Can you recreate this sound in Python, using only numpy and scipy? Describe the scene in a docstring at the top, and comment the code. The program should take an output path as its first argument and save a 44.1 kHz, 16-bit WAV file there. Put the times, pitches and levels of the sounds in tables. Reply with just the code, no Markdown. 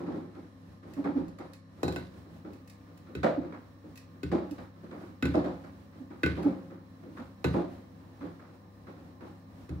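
"""Wet load in a washing machine

A front-loading machine turns a wet load about once a second, heard close to its door.
On most turns a plastic dosing ball drops and rings the modes of the steel drum; wet cloth flops as shaped
noise that drives the same modes, and grunts by stick and slip on the door.
Small hard bits ping the glass, cloth slides as patchy noise, and motor lines hum beneath rumble and hiss."""
import sys
import numpy as np
from scipy import signal
from scipy.fft import rfft, irfft
from scipy.io import wavfile
from scipy.ndimage import uniform_filter1d

SR = 44100
rng = np.random.default_rng(int(sys.argv[2]) if len(sys.argv) > 2 else 0)


def transcribe(u):
    """Save the signal u as a 16-bit wav file named by the first command-line argument.

    u: samples, shape (n,) or (channels, n), limited to [-1, 1]; the rate is SR.
    q: integer samples, one column per channel.
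    """
    v = np.clip(np.atleast_2d(u).T, -1, 1)
    q = np.round(v * 32767).astype(np.int16)
    wavfile.write(sys.argv[1], SR, q)


N = 432180

# the ball hits drum or door: start_s, force_db, then relative to the force:
# boom_db (tub), clack_db (drum wall), ring_db (bright ring)
BALL_KNOCKS = [(1.831, -27, -5, -6, -16), (1.880, -31, -9.5, -6.5, -15), (1.924, -40, -9, -8, -15),
               (1.961, -36, -6.5, -5.5, -8), (3.151, -36.5, 0, -20, -11.5),
               (4.232, -33, -1.5, -19.5, -13.5), (5.225, -26, -3, -19.5, -9.5),
               (5.254, -30.5, -7.5, -14, -11), (6.233, -25, -3.5, -17.5, -4), (6.261, -32, -8, -10.5, -4.5),
               (7.443, -25.5, -0.5, -8.5, -10.5), (9.692, -43, 9, -29, -20)]
# wet cloth lands: start_s, weight_db, wetness_db, settle_s
CLOTH_FLOPS = [(0.000, -35, -1, 0.0042), (0.060, -33, -1, .02), (0.115, -33.5, -3, .028),
               (0.345, -46, 2, 0.028), (0.824, -48, 1, 0.041), (0.965, -40, -1, 0.0042),
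               (1.040, -32.5, 5.5, .012), (1.160, -33.5, -2.5, .02), (1.383, -40, 4.5, 0.02),
               (2.245, -52.5, -1, 0.023), (2.447, -40, -1.5, 0.0032), (3.060, -48.5, 2, 0.047),
               (3.230, -23.5, 8, .011), (3.272, -33, -3, .006), (3.410, -38.5, -1.5, 0.031),
               (3.522, -47, 9.5, 0.013), (3.831, -47, -4, .012), (4.315, -25.5, 1.5, .012),
               (4.581, -44, 6.5, .008), (4.832, -43, -1.5, .005), (4.908, -42, 4, 0.018),
               (5.005, -45, 2.5, 0.012), (5.339, -24, 2.5, 0.0049), (5.440, -30.5, 2, 0.014),
               (5.638, -48.5, 6, 0.009), (6.101, -44, 1.5, 0.0089), (6.362, -32, 0, 0.03),
               (6.420, -30, -1.5, 0.045), (6.699, -45, 1, 0.02), (7.024, -45, -3.5, 0.0095),
               (7.166, -46, 10.5, 0.032), (7.538, -24.5, 0.5, 0.0087), (8.205, -39.5, 3, 0.032),
               (8.390, -54, 9, 0.033), (8.866, -46.5, 6, 0.017), (9.205, -45, 3.5, 0.015),
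               (9.686, -43.5, -0.5, 0.021)]
# wet cloth grips the door and shudders: start_s, level_db, pitch_hz, length_s
DOOR_RUBS = [(0.97, -29.5, 283, .052), (1.051, -30, 281.5, 0.074), (1.151, -25.5, 278, 0.041),
             (1.185, -32, 275, 0.043), (3.374, -26, 285, 0.03), (4.344, -27, 298, 0.02),
             (4.505, -34.5, 271, 0.04), (5.359, -24, 308, 0.037), (6, -41, 273, 0.033),
             (6.448, -21, 280.7, 0.042), (7.55, -33, 317, 0.058), (7.19, -43, 264, .04),
             (8.208, -37.5, 292.6, 0.051)]
# small hard bits, likely zips or buttons, touch the glass: start_s, level_db
GLASS_TICKS = [(0.936, -59.5), (1.282, -66), (1.387, -66), (1.534, -58), (2.533, -65), (2.676, -62),
               (2.698, -59.5), (2.975, -66.5), (3.957, -59.5), (3.975, -54.5), (4.510, -58.5),
               (6.429, -59.5)]
# cloth sliding on the drum, joined by straight lines: time_s, level_db
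SLIDE_LEVEL = [(0.0, -83), (9.8, -62)]

# modes of the steel drum and its tub: pitch_hz, level_db, t60_s
DRUM_MODES = [(54, -9, 0.96), (77.1, 5.5, 0.42), (78, -27.5, 0.25), (105.2, -7.5, 0.56), (131.1, 1.5, 0.36),
              (167.1, -2, 0.59), (186.4, -6, 0.62), (275, -1.5, 0.42), (250.5, -4, 0.35),
              (294.4, -0.5, 0.24), (310, 0.5, 0.19), (336.3, -13, 0.44), (359.9, 0.5, 0.26),
              (370, -16, 0.74), (398, -19.5, 0.11), (498.3, -3, 0.26), (528, -13.5, 0.68), (540, -12, 0.92),
              (655, -9, 0.21), (704, -15.5, 0.37), (832.6, -2, 0.18), (1040, -28, .3), (1250, -52.5, .3)]
# modes of the drum's bright ring: pitch_hz, level_db, t60_s
STEEL_MODES = [(1444, -8, 0.16), (1509, -0.5, 0.21), (2060, -10.5, .22), (2140, -16, 0.25),
               (2657, -11.5, .18), (3850, -21.5, 0.18), (3962, -28, 0.41), (4060, -26, .34),
               (4220, -27.5, 0.27), (5100, -21, .2), (5650, -24, .25), (7246, -26, 0.31), (7951, -27, .2),
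               (8950, -38, .24)]
# modes of the door glass, a short ping: pitch_hz, level_db, t60_s
GLASS_MODES = [(1950, -3, 0.034), (2562, 1.5, 0.05), (3770, -3.5, 0.052), (4150, -10, 0.021),
               (5250, 0, 0.038), (5820, -4.5, 0.033), (6990, -2, .06), (7340, -7.5, 0.093),
               (8070, -6.5, 0.028), (9300, -7.5, 0.045), (9100, -16.5, 0.056), (11100, -21, .04),
               (12200, -27, .03)]
# mains line first, then motor lines: pitch_hz, level_db
HUM_LINES = [(100, -57.5), (167, -62.5), (199.5, -62.5), (263, -62), (490, -72.5), (560, -74), (1200, -79)]
# hissing cabinet resonances: pitch_hz, width_hz, level_db
CABINET_BANDS = [(1071, 52, -74.5), (1770, 150, -77), (4030, 310, -84.5), (5500, 100, -88),
                 (9900, 370, -100)]

# spectrum of the ball's crack: frequency_hz, level_db
CRACK_COLOUR = [(40, -37), (150, 5), (380, -4.5), (700, -14.5), (1500, -18), (3000, -28), (4000, -18),
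                (6000, -28), (8000, -31), (15000, -30)]
# spectrum of landing and sliding cloth: frequency_hz, level_db
CLOTH_COLOUR = [(40, -13), (90, -22.5), (170, -4), (310, 0), (440, -6), (740, -6.5), (1000, -7.5),
                (1500, -23), (2300, -31), (3000, -35.5), (4000, -34.5), (6000, -44.5), (9000, -51.5),
                (15000, -58.5)]
# spectrum of hard contacts and of suds: frequency_hz, level_db
TICK_COLOUR = [(800, -21), (2000, 1.5), (2700, -0.5), (3300, -10.5), (4200, -2), (6000, -7.5), (8000, -7.5),
               (11000, -9), (15000, -10.5)]
# spectrum of the bearing rumble: frequency_hz, level_db
RUMBLE_COLOUR = [(25, -58.5), (42, -34.5), (58, -11), (78, -1.5), (120, -9), (172, -2), (220, -6.5),
                 (270, -2), (410, -18.5), (600, -17), (1150, -26), (2500, -35), (8000, -46), (15000, -49)]
# decay of drum cavity and room: frequency_hz, t60_s
ECHO_DECAY = [(80, 1), (300, 0.37), (1000, 0.36), (4000, 0.39), (14000, 0.14)]
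# gain of the side channel: frequency_hz, gain_db
SIDE_WIDTH = [(60, -24.5), (120, -14), (240, -12.5), (480, -5.5), (950, 0), (1890, 0.5), (3770, 0),
              (7520, 0), (15000, 0.5)]
# filter gain of left over right: frequency_hz, difference_db
LEFT_LEAN = [(60, 2.5), (120, 0), (200, -2.5), (380, 0), (700, 0), (1290, -1), (2380, -1.5), (4400, -7),
             (8120, -3), (13000, -2.5)]

EDGE_HZ = 15850  # upper band limit
LENGTH = 24576  # samples in one event
T = np.arange(LENGTH) / SR

# a fold of FULL_DB weight and plain wetness sets the scale for the other landings
FULL_DB = -26
SLAP_DB, SLAP_PER_WET = -10.5, 0.96  # slap relative to the weight; dB gained per dB of wetness
FADE_S, DRYING_DB = 0.057, 12.5  # wet folds stick: the fade time halves with every DRYING_DB of wetness
# only heavy, wet folds squelch: dB of a full fold; dB gained per dB of weight and of wetness
SQUELCH_DB, SQUELCH_PER_WEIGHT, SQUELCH_PER_WET = -38.5, 2.27, 1.14
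# heavier folds trap larger, lower pockets: dB of weight per octave
POCKET_HZ, POCKET_OCTAVE_DB = 642, 19.5
HEAVE_DB, HEAVE_HZ = -23, 117  # swing of the tub, relative to the weight
SPIT_DB, SPIT_PER_WET = -49, 1.34  # spit of water from a full fold; dB gained per dB of wetness
SPIT_LINGER = 1.45  # the spit outlasts the weight by this factor
HISS_DB, HISS_PER_WET = -47, 1  # hiss of a full fold; dB gained per dB of wetness
SQUEEZE_PER_WEIGHT = .8  # dB of hiss and spit gained per dB of weight
# small folds shifting between the landings
STIRS_PER_S, STIR_DB, STIR_SPREAD_DB, STIR_WET_DB, STIR_SETTLE_S = 2, -56, 2, 2.5, .025
# click of a full-force knock on the bare wall; dB per dB of force and of clack
CLICK_DB, CLICK_PER_FORCE, CLICK_PER_CLACK = -46, 0.72, 0.24
# shares of steel and glass in a knock; dB of steel per dB of ring
STEEL_DB, STEEL_PER_RING, GLASS_DB = -0.5, 1.08, -11.5
# a bare clack swings the tub at TUB_HZ, a cushioned one lower: dB of clack per octave
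TUB_HZ, TUB_OCTAVE_DB = 145, 58


def amp(db):
    """Logarithmic level: decibels to amplitude gain."""
    return 10 ** (np.asarray(db) / 20)


def evened(x):
    """Power normalisation: each row at rms 1."""
    return x / np.sqrt(np.mean(x ** 2, -1, keepdims=True) + 1e-30)


def unit(x):
    """Energy normalisation: each row at energy 1."""
    return evened(x) / np.sqrt(x.shape[-1])


def peaked(x):
    """Short-time power: each row with its loudest few milliseconds at rms 1."""
    power = uniform_filter1d(x ** 2, size=280, mode="constant")
    power = uniform_filter1d(power, size=280, mode="constant")
    return x / np.sqrt(power.max(-1, keepdims=True) + 1e-30)


def read(points, hz):
    """Interpolation of a spectrum table along a logarithmic frequency axis."""
    f, value = np.transpose(points)
    return np.interp(np.log(hz + 1), np.log(f + 1), value)


def coloured(x, points):
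    """Zero-phase filtering: the spectrum is multiplied by a table of gains in dB."""
    size = x.shape[-1]
    gain = amp(read(points, np.fft.rfftfreq(size, 1 / SR)))
    return irfft(rfft(x) * gain, size)


def noise(points, size=LENGTH):
    """Coloured noise, independent in the mid and side channels."""
    return evened(coloured(rng.standard_normal((2, size)), points))


def drift(rate, size=LENGTH):
    """Random modulation: straight lines between normal deviates, rate of them a second."""
    knots = rng.standard_normal(int(size / SR * rate) + 3)
    return np.interp(np.arange(size) / SR * rate, np.arange(len(knots)), knots)


def band(x, lo_hz, hi_hz):
    """Causal Butterworth band-pass."""
    sos = signal.butter(3, [lo_hz, min(hi_hz, .49 * SR)], "band", fs=SR, output="sos")
    return signal.sosfilt(sos, x + 1e-20)


def through(x, response):
    """Linear system: each channel is convolved with its impulse response."""
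    return signal.fftconvolve(x, response, axes=-1)[:, :x.shape[-1]]


def add(mix, s, sound):
    """Superposition: a sound is summed into the mix at time s."""
    part = mix[:, max(round(s * SR), 0):][:, :sound.shape[1]]
    part += sound[:, :part.shape[1]]


def ringing(modes):
    """Modal decay: dying sines, neighbours in opposite phase, mid and side a quarter cycle apart."""
    hz, db, t60 = np.transpose(modes)[:, :, None]
    signs = (-1) ** np.arange(len(modes))
    swings = signs @ (amp(db - 60 * T / t60) * np.exp(2j * np.pi * hz * T))
    side = swings.real * (1 - np.exp(-T / .001))
    return unit(np.array([swings.imag, side]))


def echo():
    """Diffuse reverberation: dense reflections of drum and room, decaying at a rate set by frequency."""
    hz, t, z = signal.stft(rng.standard_normal((2, LENGTH)), SR, nperseg=256)
    decay = amp(-60 * t / read(ECHO_DECAY, hz)[:, None])
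    tail = signal.istft(z * decay, SR, nperseg=256)[1][:, :LENGTH]
    return unit(tail * (1 - np.exp(-T / 0.008)))


def high_hiss(start_s=1.85, hiss_db=-86):
    """Narrow-band noise: a thin, very high hiss sets in and stays."""
    shape = [(14300, -50), (14650, -2), (15700, 0), (16200, -40)]  # frequency_hz, level_db
    return amp(hiss_db) * noise(shape, size=N) * (np.arange(N) / SR > start_s)


def motor(rumble_db=-55.5, rumble_waver_db=3.7, waver_db=2, wander_hz=1.53):
    """Steady and modulated tones: a mains line, wavering motor lines, bearing rumble and cabinet hiss."""
    t = np.arange(N) / SR
    out = amp(rumble_db + rumble_waver_db * drift(11, size=N)) * noise(RUMBLE_COLOUR, size=N)
    for hz, width, db in CABINET_BANDS:
        resonator = signal.iirpeak(hz, hz / width, fs=SR)
        out += amp(db) * evened(signal.lfilter(*resonator, rng.standard_normal((2, N))))
    for k, (hz, db) in enumerate(HUM_LINES):
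        loose = k > 0  # the first line is locked to the mains, the others waver with the load
        turns = hz * t + loose * wander_hz * np.cumsum(drift(13, size=N)) / SR
        level = amp(db + loose * waver_db * drift(2.4, size=N))
        out += np.sqrt(2) * level * np.sin(2 * np.pi * (turns + rng.random((2, 1))))
    return out


def sliding(drum, drum_db=-3, patchy_db=2, fizz_db=-20, fizz_patchy_db=2.5):
    """Friction noise: cloth drags over the turning drum, with a faint fizz of suds in its weave."""
    pressure = amp(np.interp(np.arange(N) / SR, *np.transpose(SLIDE_LEVEL)))
    drag = noise(CLOTH_COLOUR, size=N) * amp(patchy_db * drift(14, size=N))
    drag = evened(drag + amp(drum_db) * evened(through(drag, drum)))
    fizz = noise(TICK_COLOUR, size=N) * amp(fizz_db + fizz_patchy_db * drift(24, size=N))
    return pressure * (drag + fizz)


def ticks(glass, tick_s=0.006, glass_db=-3, echo_db=-3):
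    """Impulsive excitation: tiny dry contacts ping the modes of the door glass."""
    out, cavity = np.zeros((2, N)), echo()
    for s, db in GLASS_TICKS:
        tick = unit(noise(TICK_COLOUR) * np.exp(-T / tick_s))
        ping = unit(through(tick, glass))
        sound = tick + amp(glass_db) * ping + amp(echo_db) * through(tick, cavity)
        add(out, s, amp(db) * peaked(sound))
    return out


def rubs(drum, jitter=0.057, second_db=-22, third_db=-29, drum_db=-11, echo_db=-13):
    """Stick and slip on the wet door: a short low harmonic grunt that also shakes the drum."""
    out, cavity = np.zeros((2, N)), echo()
    for s, db, hz, length in DOOR_RUBS:
        grip = np.sin(np.pi * np.minimum(T / length, 1)) ** 2
        phase = 2 * np.pi * np.cumsum(hz * (1 + jitter * drift(120))) / SR
        phase = phase + np.array([[0], [2]])  # the side channel is out of step with the mid
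        harmonics = np.sin(phase) + amp(second_db) * np.sin(2 * phase) + amp(third_db) * np.sin(3 * phase)
        grunt = np.sqrt(grip) * harmonics
        shake = peaked(through(grip * noise(CLOTH_COLOUR), drum))
        reflected = peaked(through(grunt, cavity))
        add(out, s, amp(db) * peaked(peaked(grunt) + amp(drum_db) * shake + amp(echo_db) * reflected))
    return out


def boom(drum, centre_hz, swell_s):
    """Inertia: the heavy tub takes a moment to start swinging in its lowest modes."""
    return peaked(band(drum * (1 - np.exp(-T / swell_s)), centre_hz / 1.54, centre_hz * 1.82))


def stirs():
    """Random arrivals: one small fold shifts at a random moment in each equal slot of time."""
    chance = rng.random((round(STIRS_PER_S * N / SR), 2))
    folds = []
    for k, (when, size) in enumerate(chance):
        weight_db = STIR_DB + STIR_SPREAD_DB * (2 * size - 1)
        folds.append(((k + when) / STIRS_PER_S, weight_db, STIR_WET_DB, STIR_SETTLE_S))
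    return folds


def squelch(weight_db, wet_db, sharpness=3.4, rise_s=0.0051, fade_s=0.067):
    """Cavity resonance: a pocket of wet cloth resonates broadly as it collapses."""
    hz = POCKET_HZ * 2 ** ((FULL_DB - weight_db) / POCKET_OCTAVE_DB)
    db = SQUELCH_DB + SQUELCH_PER_WEIGHT * (weight_db - FULL_DB) + SQUELCH_PER_WET * wet_db
    rush = rng.standard_normal((2, LENGTH)) * np.minimum(T / rise_s, 1) * np.exp(-T / fade_s)
    return amp(db) * peaked(band(rush, hz / (1 + 0.79 / sharpness), hz * (1 + 0.6 / sharpness)))


def flops(drum, lumpy_db=2.0, drum_db=-4, slap_ring_db=-1, echo_db=-4, hiss_lead=0.24, spatter_db=3):
    """Distributed impact: water spits and hisses first, then lumpy folds drive the drum and heave the tub."""
    out, cavity = np.zeros((2, N)), echo()
    heave = boom(drum, centre_hz=HEAVE_HZ, swell_s=0.044)
    for s, body_db, wet_db, settle_s in CLOTH_FLOPS + stirs():
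        slap_db = body_db + SLAP_DB + SLAP_PER_WET * wet_db
        squeeze_db = SQUEEZE_PER_WEIGHT * (body_db - FULL_DB)
        hiss_db = HISS_DB + squeeze_db + HISS_PER_WET * wet_db
        spit_db = SPIT_DB + squeeze_db + SPIT_PER_WET * wet_db
        fade_s = FADE_S / 2 ** (wet_db / DRYING_DB)
        water_s = hiss_lead * settle_s  # water reaches its peak before the weight does

        folds = noise(CLOTH_COLOUR) * amp(lumpy_db * drift(177.2))
        weight, water = (folds * np.minimum(T / rise, 1) * np.exp(-np.maximum(T - rise, 0) / fade_s)
                         for rise in (settle_s, water_s))
        shaken = through(weight, drum)
        body = unit(band(weight, 130, 426)) + amp(drum_db) * unit(band(shaken, 110, 540))
        slap = unit(band(weight, 520, 1293)) + amp(slap_ring_db) * unit(band(shaken, 454, 1200))

        water = water * amp(spatter_db * drift(900))  # droplets break the hiss into grains
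        hiss = band(water + amp(echo_db) * through(water, cavity), 1144, 18000)
        jet = noise(CLOTH_COLOUR) * amp(spatter_db * drift(300))
        jet = jet * np.minimum(T / water_s, 1) * np.exp(-T / (SPIT_LINGER * fade_s))
        spit = band(band(jet, 1160, 2640), 1160, 2640)

        layers = [(body_db, body), (slap_db, slap), (hiss_db, hiss), (spit_db, spit)]
        add(out, s, sum(amp(db) * peaked(layer) for db, layer in layers))
        add(out, s + settle_s / 2, squelch(body_db, wet_db) + amp(body_db + HEAVE_DB) * heave)
    return out


def knocks(drum, steel, glass, crack_s=0.0063, push_s=0.00047, push_db=-2, drum_db=1, echo_db=-6,
           rattle_db=-15, rattle_s=0.12, grain_db=4, zing_db=-18.5):
    """Modal excitation by impact: push and crack ring drum, steel and glass, each register by its own level."""
    out = np.zeros((2, N))
    push = unit((T / push_s - 1) * np.exp(-T / push_s)) * np.array([[1], [.5]])  # half as strong in the side
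    zing = peaked(band(steel, 3830, 4200))  # the bare drum wall rings on, high up
    for s, db, boom_db, clack_db, ring_db in BALL_KNOCKS:
        crack = unit(noise(CRACK_COLOUR) * np.exp(-T / crack_s))
        direct = crack + amp(push_db) * band(push, 60, 880)
        ring = amp(drum_db) * drum + amp(STEEL_DB + STEEL_PER_RING * ring_db) * steel + amp(GLASS_DB) * glass
        # the ball chatters on the perforated steel as it settles
        grains = amp(grain_db * drift(400)) * np.exp(-T / rattle_s)
        rattle = unit(band(noise(CRACK_COLOUR), 1300, 12000) * grains)
        hit = direct + ring + amp(rattle_db) * rattle + amp(echo_db) * through(direct, echo())

        # where the ball lands decides the strength of each register: level_db, low_hz, high_hz
        click_db = CLICK_DB + CLICK_PER_FORCE * (db - FULL_DB) + CLICK_PER_CLACK * clack_db
        registers = [(db, 255, 440), (db + clack_db, 520, 1250),
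                     (db + ring_db, 1350, 3000), (click_db, 3400, 16000)]
        add(out, s, sum(amp(level) * peaked(band(hit, lo, hi)) for level, lo, hi in registers))
        add(out, s, amp(db + clack_db + zing_db) * zing)
        tub_hz = TUB_HZ * 2 ** (clack_db / TUB_OCTAVE_DB)
        add(out, s, amp(db + boom_db) * boom(drum, centre_hz=tub_hz, swell_s=0.019))
    return out


def scene():
    """Superposition of all sources as mid and side; bass is nearly mono, treble wide and leaning right."""
    drum, steel, glass = ringing(DRUM_MODES), ringing(STEEL_MODES), ringing(GLASS_MODES)
    load = knocks(drum, steel, glass) + flops(drum) + rubs(drum) + ticks(glass) + sliding(drum)
    mid, side = load + motor() + high_hiss()
    side = coloured(side, SIDE_WIDTH)
    channels = []
    for sign in (1, -1):  # left, then right
        lean = [(hz, sign * db / 2) for hz, db in LEFT_LEAN]
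        channels.append(coloured(mid + sign * side, lean))
    return np.array(channels)


def record(dry):
    """Band limitation: a symmetric low-pass filter removes the highest treble."""
    lowpass = signal.firwin(511, EDGE_HZ, window=("kaiser", 9), fs=SR)
    return signal.oaconvolve(dry, lowpass[None], "same")


dry = scene()
out = record(dry)
transcribe(out)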